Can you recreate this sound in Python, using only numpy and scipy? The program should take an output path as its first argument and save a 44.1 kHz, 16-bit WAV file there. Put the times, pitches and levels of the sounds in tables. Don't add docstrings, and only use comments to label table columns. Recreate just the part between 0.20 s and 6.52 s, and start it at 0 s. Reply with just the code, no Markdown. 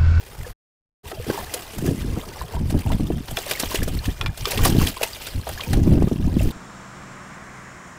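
import sys
import numpy as np
from scipy import signal
from scipy.fft import rfft, irfft, next_fast_len
from scipy.io import wavfile
from scipy.ndimage import uniform_filter1d

SR = 44100
rng = np.random.default_rng(int(sys.argv[2]) if len(sys.argv) > 2 else 0)


def store_wav(level_fs):
    pcm = np.round(np.clip(np.atleast_2d(level_fs), -1, 1) * 32767)
    wavfile.write(sys.argv[1], SR, pcm.T.astype(np.int16))


N = 278712
TIME = np.arange(N) / SR
CLOCK = np.arange(0, N / SR, .001)

# (start [s], length [s], churning water [dB], falling spray [dB])
THRASHES = [(1.091, 0.11, -31, -36.5), (1.326, 0.063, -36.5, -39), (1.51, 0.056, -44, -50),
            (3.164, 0.068, -48, -37), (3.289, 0.026, -36.5, -30.5), (3.401, 0.021, -42, -29.5),
            (3.515, 0.023, -34.5, -31.5), (3.64, 0.12, -50, -42), (3.835, 0.02, -37.5, -37),
            (4.02, 0.018, -34.5, -47.5), (4.19, 0.042, -50, -38), (4.28, 0.13, -30.5, -31),
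            (4.436, 0.041, -26.5, -25), (4.594, 0.055, -34, -27.5), (4.818, 0.021, -36.5, -32),
            (4.948, 0.15, -50, -39), (5.28, 0.049, -58, -38.5), (5.417, 0.095, -38.5, -40.5),
            (6.201, 0.11, -44, -40.5)]
THRASH_RISE_S = 0.02


def slaps(hold_s=0.0053, rise_s=0.0017, fall_s=0.0051, tail_s=0.016):
    # (time [s], level [dB], low gulp [dB], high fizz [dB]); the last two relative to the mids
    hits = [(0.9143, -23, 12, -15), (1.101, -23.5, 1, -10), (1.3375, -15, -6, 0), (1.581, -25, 0, 2),
            (1.66, -24, 0, 0), (2.2175, -29, -4, -8), (2.502, -24, 1, -2.5), (2.716, -20.5, 3, -7),
            (3.081, -25.5, -2.5, -10), (3.109, -24.5, 5, 9), (3.1835, -19.5, 3, -5), (3.2948, -24, -17, -3),
            (3.3091, -12, -8, -11), (3.396, -13.5, -21, -1.5), (3.431, -19.5, 6, -28),
            (3.544, -17.5, -5, -1), (3.553, -16.5, -25, -4.5), (3.6285, -20, -6, 1), (3.677, -21, 5, 2),
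            (3.853, -23, -20, -18), (4.173, -25.5, -10, -5), (4.3066, -17.5, -24, 8), (4.315, -17, -15, -4),
            (4.374, -16.5, -31, -11), (4.4482, -8, -6, -0.5), (4.454, -8.5, 4, -3), (4.667, -16, -26, -12),
            (4.683, -19.5, -16, 1), (4.829, -10, -9, -3), (5.0664, -22, -12, -7), (5.268, -19.5, 15.5, -31),
            (5.289, -20.5, 8, -4), (5.404, -22.5, -8, -17), (5.53, -16.5, -7, -8), (5.822, -29, 5, -5),
            (6.228, -28.5, -1, 27)]
    froth = swarm(low_hz=593, high_hz=16300, per_s=2700, cycles=4.6, spread_db=7.0, pitches=50)
    froth += 0.65 * rng.standard_normal(N)
    t = np.arange(SR // 6) / SR
    body = np.exp(-np.maximum(t - hold_s, 0) / fall_s)
    shape = (body + amp(-15) * np.exp(-t / tail_s)) * (1 - np.exp(-t / rise_s))
    out = np.zeros(N)
    for start, db, gulp_db, fizz_db in hits:
        crackle = froth[int(rng.random() * (N - len(t))):][:len(t)]
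        tone = [(120, gulp_db - 42), (450, gulp_db + 14), (1000, gulp_db + 2), (2000, 0), (3600, 0),
                (7500, fizz_db), (15000, fizz_db - 2.5)]
        burst = steadied(unit(colour(crackle, tone)), span_s=0.0014)
        add(out, start, amp(db - 6) * burst * shape)
    return out


def plops():
    # (time [s], level [dB], pitch [Hz])
    bubbles = [(.265, -26, 480), (.93, -22, 370), (.973, -29, 615), (.999, -21.5, 466), (1.066, -20, 414),
               (1.0998, 1, 395), (1.102, -18.5, 1570), (1.177, -15, 870), (1.344, -18, 475),
               (2.168, -24, 850), (2.214, -18, 1010), (2.341, -23.5, 665), (2.367, -23.5, 930),
               (2.662, -23.5, 850), (2.703, -18.5, 900), (3.176, -17.5, 677), (3.265, -21.5, 567),
               (3.353, -20, 2150), (3.374, -25, 1850), (3.433, -7.5, 253), (3.433, -17.5, 710),
               (3.516, -20, 1013), (3.545, -5, 402), (3.558, -14, 2910), (3.619, -23, 1700),
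               (3.79, -22.5, 4200), (4.254, -15.5, 1180), (4.273, -21, 460), (4.391, -17, 1110),
               (4.452, -13, 1130), (4.614, -13, 1060), (4.673, -8.5, 3150), (4.769, -21.5, 1010),
               (4.813, -9.5, 560), (4.831, -10.5, 850), (4.834, -6, 2560), (4.933, -22.5, 4650),
               (5.376, -26, 1660), (5.396, -24.5, 1066), (5.41, -17, 3180), (6.195, -24, 2640),
               (6.207, -17, 600)]
    out = np.zeros(N)
    for start, db, hz in bubbles:
        ring_s = 0.045 / (1 + hz / 2100) * amp(0.47 * (-20 - db))
        add(out, start, amp(db) * bubble(hz, ring_s, glide=0.11))
    return out


def clacks(rattle_s=0.0061):
    # (time [s], level [dB], brightness [dB per octave])
    hits = [(3.1707, -14.5, 3), (4.012, -15, -0.5), (4.0614, -15.5, -0.5), (4.2554, -13.5, 9.5)]
    # (pitch [Hz], level [dB], time to fade by 60 dB [s])
    tones = [(877, -9.5, 0.059), (1113, -5.5, 0.038), (1386, -7, 0.044), (1840, 1, 0.0092),
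             (2444, -1.5, 0.037), (2850, -3, 0.011), (3160, -2, 0.0052), (3330, 2, 0.0087),
             (3545, -6, 0.053), (4200, -1, 0.004), (5200, -6, 0.017), (7460, -26, .008)]
    t = np.arange(SR // 10) / SR
    out = np.zeros(N)
    for start, db, tilt in hits:
        ring = np.zeros(len(t))
        for hz, tone_db, ring_s in tones:
            fade = amp(tone_db + tilt * np.log2(hz / 3000) - 60 * t / ring_s)
            ring += fade * np.sin(2 * np.pi * (hz * rng.uniform(0.95, 1.03) * t + rng.random()))
        ring /= ring[:SR // 400].std()
        rattle_tone = [(400, -13), (1200, -7), (3500, 1), (7000, tilt - 17), (15000, tilt - 26)]
        rattle = unit(noise(rattle_tone, len(t))) * np.exp(-t / rattle_s)
        add(out, start, amp(db - 5) * (ring + 0.56 * rattle))
    return out


def churn():
    # (frequency [Hz], level [dB])
    tone = [(150, 1.5), (350, 6), (560, 4.2), (760, 1), (1000, 3.4), (1300, -7), (1800, -2.5), (3000, -24),
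            (8000, -56)]
    stirred = [amp(db) * surge(start, length, THRASH_RISE_S, fall_s=0.047)
               for start, length, db, _ in THRASHES]
    lapping = amp(-47)
    level = np.hypot(amp(total_db([lapping] + stirred)), amp(waves_db()))
    gurgle = swarm(low_hz=384.2, high_hz=1700, per_s=320, cycles=18.6, spread_db=6.5, pitches=40)
    gurgle += 1.25 * rng.standard_normal(N)
    return steadied(colour(gurgle, tone), span_s=0.068) * level * amp(-3.5)


def spray():
    # (frequency [Hz], level [dB])
    tone = [(300, 1), (1000, -3.5), (2000, -4.5), (3000, -2.5), (4000, -8), (5100, -6.5), (6800, -10),
            (10000, -10.5), (15500, -7)]
    thrown = [amp(db) * surge(start, length, THRASH_RISE_S, fall_s=0.065)
              for start, length, _, db in THRASHES]
    return patter(tone) * amp(total_db(thrown) + 2.4 * wander(rate_hz=110))


def patter(tone):
    # (time [s], nearness [0-1])
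    nearness = [(0, 0.4), (2.7, 0.75), (3.3, 0.73), (5.4, 0.92), (5.8, 0.75)]
    ticks = swarm(low_hz=2400, high_hz=13200, per_s=900, cycles=5.1, spread_db=0.5, pitches=24)
    plinks = swarm(low_hz=1680, high_hz=8510, per_s=380, cycles=18, spread_db=5.5, pitches=70)
    drops = follow(nearness) ** 1.3 * (0.63 * ticks + 0.6 * plinks)
    shower = colour(drops + 0.8 * rng.standard_normal(N), tone)
    return steadied(sparkle(near_echoes(shower)), span_s=0.098)


def sparkle(x, patchy_db=2.0):
    spectra = signal.stft(x, nperseg=256)[2]
    patches = uniform_filter1d(rng.standard_normal(spectra.shape), size=7, axis=0)
    patches = unit(uniform_filter1d(patches, size=5, axis=1))
    return signal.istft(spectra * amp(patchy_db * patches), nperseg=256)[1][:len(x)]


def bubble(hz, ring_s, glide):
    t = np.arange(int(ring_s * SR) + 8) / SR
    ring = np.sin(2 * np.pi * hz * (t + glide * t ** 2 / (2 * ring_s)))
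    return ring * amp(-60 * t / ring_s) * (1 - np.exp(-2 * hz * t))


def swarm(low_hz, high_hz, per_s, cycles, spread_db, pitches):
    out = np.zeros(N + SR)
    rings = [bubble(hz, cycles * rng.uniform(0.45, 3.5) / hz, glide=0.2) * hz / high_hz
             for hz in np.geomspace(low_hz, high_hz, pitches)]
    when, kind, faintness = rng.random((int(per_s * N / SR), 3)).T
    for k, ring in enumerate(rings):
        these = (kind * pitches).astype(int) == k
        samples = (when[these, None] * N).astype(int) + np.arange(len(ring))
        np.add.at(out, samples, ring * amp(-spread_db * np.log(faintness[these, None] + 1 / 20)))
    return unit(out[:N])


def wind(rise_s=0.014, fall_s=0.022):
    # (start [s], length [s], deep thump [dB], low burble [dB])
    # all are gusts but the one at 1.082 s, a low gulp of water as the fish splashes
    surges = [(0.203, 0.014, -27.5, -60), (0.302, 0.034, -37, -59), (0.847, 0.017, -37, -62),
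              (0.986, 0.027, -30.5, -64), (1.082, 0.016, -42, -30), (1.208, 0.078, -39, -69),
              (1.579, 0.021, -30, -27), (1.643, 0.096, -30.5, -25.5), (1.787, .19, -27, -34),
              (2.08, 0.034, -44, -40), (2.223, 0.017, -31, -48), (2.355, 0.033, -24.5, -32),
              (2.409, 0.18, -23, -33.5), (2.665, 0.087, -20, -27.5), (2.808, 0.048, -25.5, -23.5),
              (2.94, 0.045, -21.5, -29), (3.114, 0.017, -32, -39), (3.45, 0.035, -36, -58),
              (3.597, 0.063, -24.5, -37), (3.7, .1, -25.5, -32), (3.88, 0.018, -21, -41),
              (4.027, 0.071, -23.5, -39), (4.215, 0.014, -27, -60), (4.376, 0.082, -17, -31),
              (4.463, 0.17, -18.5, -22.5), (4.642, 0.024, -33, -23.5), (5.158, 0.029, -20, -36.5),
              (5.277, 0.22, -39.5, -47), (5.511, 0.046, -19.5, -19.5), (5.567, 0.18, -18.5, -15.5),
              (5.756, 0.092, -20.5, -22), (5.923, 0.0056, -30, -20.5), (6.0, 0.076, -19.5, -22.5),
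              (6.12, .16, -22, -27)]
    # (frequency [Hz], level [dB])
    rumble_tone = [(10, -21), (22, -1.5), (40, 0.5), (70, -3.5), (140, -13.5), (300, -44), (1500, -78)]
    buffet_tone = [(10, -22), (22, -15), (45, -8), (82, 2), (105, -2.5), (150, -10), (220, -25.5),
                   (350, -36), (900, -51), (3000, -100)]
    flutter_tone = [(50, 17), (110, -10.5), (155, -0.5), (200, -7.5), (300, -20), (600, -52), (2000, -89)]
    burble_tone = [(40, -30), (120, 2), (190, 1.5), (260, -1), (360, -8), (470, -21), (600, -24),
                   (1270, -44), (3000, -46.5), (9000, -87)]
    thumps, burbles = [amp(-49.5)], [amp(-64)]
    for start, length, deep_db, low_db in surges:
        shape = surge(start, length, rise_s, fall_s)
        thumps.append(shape * amp(deep_db))
        burbles.append(shape * amp(low_db))
    thump_db, burble_db = total_db(thumps), total_db(burbles)
    rumble = steadied(noise(rumble_tone), span_s=0.17)
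    rumble *= amp(0.56 * thump_db + 4 * wander(rate_hz=12) - 18.5)
    buffet = steadied(noise(buffet_tone), span_s=0.0455)
    buffet *= amp(thump_db + 2.73 * wander(rate_hz=42) - 2)
    flutter = steadied(noise(flutter_tone), span_s=0.036)
    flutter *= amp(1.357 * thump_db + 4.8 * wander(rate_hz=45) + 1.6)
    burble = steadied(noise(burble_tone), span_s=0.033)
    burble *= amp(burble_db + 4.87 * wander(rate_hz=61) - 1.5)
    return rumble + buffet + flutter + burble


def wind_pops(rise_s=0.0012):
    # (time [s], level [dB], fade time [s])
    bursts = [(1.622, -17.5, 0.0085), (1.971, -15, 0.01), (2.542, -13, 0.021), (2.797, -18, 0.01),
              (2.902, -11.5, 0.0084), (3.624, -19, 0.009), (3.675, -20, 0.0072), (3.878, -16.5, 0.01),
              (4.521, -20, 0.0067), (4.549, -9.5, 0.0074), (5.573, -12.5, 0.014), (5.715, -12.5, 0.035),
              (5.823, 0.5, 0.0018), (5.873, -8.5, 0.0043), (5.914, -12, 0.0085), (6.166, -4.5, 0.0057)]
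    # (frequency [Hz], level [dB])
    tone = [(50, -7), (150, 9), (300, 5.5), (500, -8), (800, -21.5), (1400, -36), (3000, -64), (9000, -86)]
    t = np.arange(SR // 8) / SR
    out = np.zeros(N)
    for start, db, fall_s in bursts:
        flutter = steadied(noise(tone, len(t)), span_s=0.0094)
        add(out, start, amp(db + 1) * flutter * np.exp(-t / fall_s) * (1 - np.exp(-t / rise_s)))
    return out


def sleeve():
    # (frequency [Hz], level [dB])
    tone = [(120, -20), (280, 7), (450, 1), (620, -6.5), (900, -29), (2000, -44), (6000, -28), (15000, -34)]
    passing_db = total_db([surge(start_s=1.645, length_s=0.068, rise_s=0.0088, fall_s=0.022)])
    rub = steadied(noise(tone), span_s=0.057)
    return rub * amp(-25 + passing_db + 2.1 * wander(rate_hz=65))


def wash():
    # (time [s], level [dB])
    hiss_curve = [(0, -45.5), (.85, -44), (1.3, -40.5), (2.08, -42.5), (2.43, -46), (2.6, -40.5),
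                  (2.95, -46), (3.5, -40.5), (4.1, -50.5), (4.9, -43), (5.8, -46), (6.32, -47)]
    # (frequency [Hz], level [dB])
    tone = [(300, 2), (1000, 0), (1900, -2.5), (3000, -3), (3900, -6), (5000, -5.5), (6500, -8.5),
            (10000, -9), (15500, -9.5)]
    level = np.hypot(amp(follow(hiss_curve)), amp(waves_db() - 11))
    return patter(tone) * level * amp(1.43 * wander(rate_hz=21) + 2.3 * wander(rate_hz=130) - 0.2)


def waves_db():
    # (start [s], length [s], level [dB])
    waves = [(.25, 0.042, -44), (0.82, 0.025, -38), (1.886, 0.21, -38), (2.183, 0.031, -37.5),
             (2.319, 0.031, -34.5), (2.68, 0.031, -37), (5.562, 0.33, -40), (6.056, 0.072, -40)]
    return total_db([amp(db) * surge(start, length, rise_s=0.04, fall_s=0.047)
                     for start, length, db in waves])


def line_whistle():
    hz = 2410 + 16 * wander(rate_hz=40.4)
    taut_db = total_db([surge(start_s=3.8, length_s=0.5, rise_s=0.035, fall_s=0.035)])
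    return amp(-54 + taut_db + 2.4 * wander(rate_hz=30)) * np.sin(2 * np.pi * np.cumsum(hz) / SR)


def near_echoes(x, echo_db=-16):
    out = x.copy()
    for delay_s in np.geomspace(0.0025, 0.018, 4):
        add(out, delay_s, amp(echo_db) * x)
    return unit(out)


def shore_echo(x, echo_db=-19, ring_s=0.12):
    t = np.arange(SR // 3) / SR
    tail = noise([(200, -0.5), (2500, -10), (12000, -21)], len(t)) * amp(-60 * t / ring_s) * (t > .005)
    return x + amp(echo_db) * signal.oaconvolve(x, tail / np.linalg.norm(tail))[:N]


def amp(db):
    return 10 ** (np.asarray(db) / 20)


def unit(x):
    return x / np.sqrt(np.mean(x ** 2) + 1e-20)


def follow(curve):
    return np.interp(TIME, *np.transpose(curve))


def colour(x, tone):
    hz, db = np.transpose(tone)
    size = next_fast_len(len(x))
    bins = np.fft.rfftfreq(size, 1 / SR)
    gain = amp(np.interp(np.log(bins + 1), np.log(hz), db))
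    return irfft(rfft(x, size) * gain, size)[:len(x)]


def noise(tone, samples=N):
    return colour(rng.standard_normal(samples), tone)


def wander(rate_hz):
    bins = np.fft.rfftfreq(len(CLOCK), CLOCK[1])
    slow = rfft(rng.standard_normal(len(CLOCK))) * np.exp(-(bins / rate_hz) ** 2)
    return np.interp(TIME, CLOCK, unit(irfft(slow, len(CLOCK))))


def steadied(x, span_s):
    power = abs(uniform_filter1d(x ** 2, max(int(span_s * SR), 8)))
    return x / np.sqrt(power + 0.0045 * np.mean(x ** 2))


def surge(start_s, length_s, rise_s, fall_s):
    rising = np.minimum(CLOCK - start_s, 0) / rise_s
    falling = np.maximum(CLOCK - start_s - length_s, 0) / fall_s
    return np.exp(np.maximum(rising - falling, -20))


def total_db(surges):
    return np.interp(TIME, CLOCK, 10 * np.log10(sum(part ** 2 for part in surges)))


def add(mix, start_s, sound):
    part = mix[max(round(start_s * SR), 0):][:len(sound)]
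    part += sound[:len(part)]


def scene():
    air = wind() + line_whistle() + sleeve()
    fish = slaps() + clacks() + plops()
    air += wind_pops()
    return (shore_echo(fish) + churn() + spray() + wash() + air)[None]


def record(dry, cut_start_s=0.333, cut_end_s=0.832, fade_s=0.028, ceiling=0.95, top_hz=15650):
    live = np.clip(np.maximum(cut_start_s - TIME, TIME - cut_end_s) / fade_s, 0, 1)
    trace = amp(-55) * signal.sosfilt(signal.butter(4, 45, fs=SR, output="sos"), dry)
    heard = dry * live + trace * (1 - live)
    rounded = heard / (1 + (heard / ceiling) ** 4) ** (1 / 4)
    treble_cut = signal.firwin(401, top_hz, window=("kaiser", 8), fs=SR)
    return signal.oaconvolve(rounded, treble_cut[None], "same")


dry = scene()
out = record(dry)
store_wav(out)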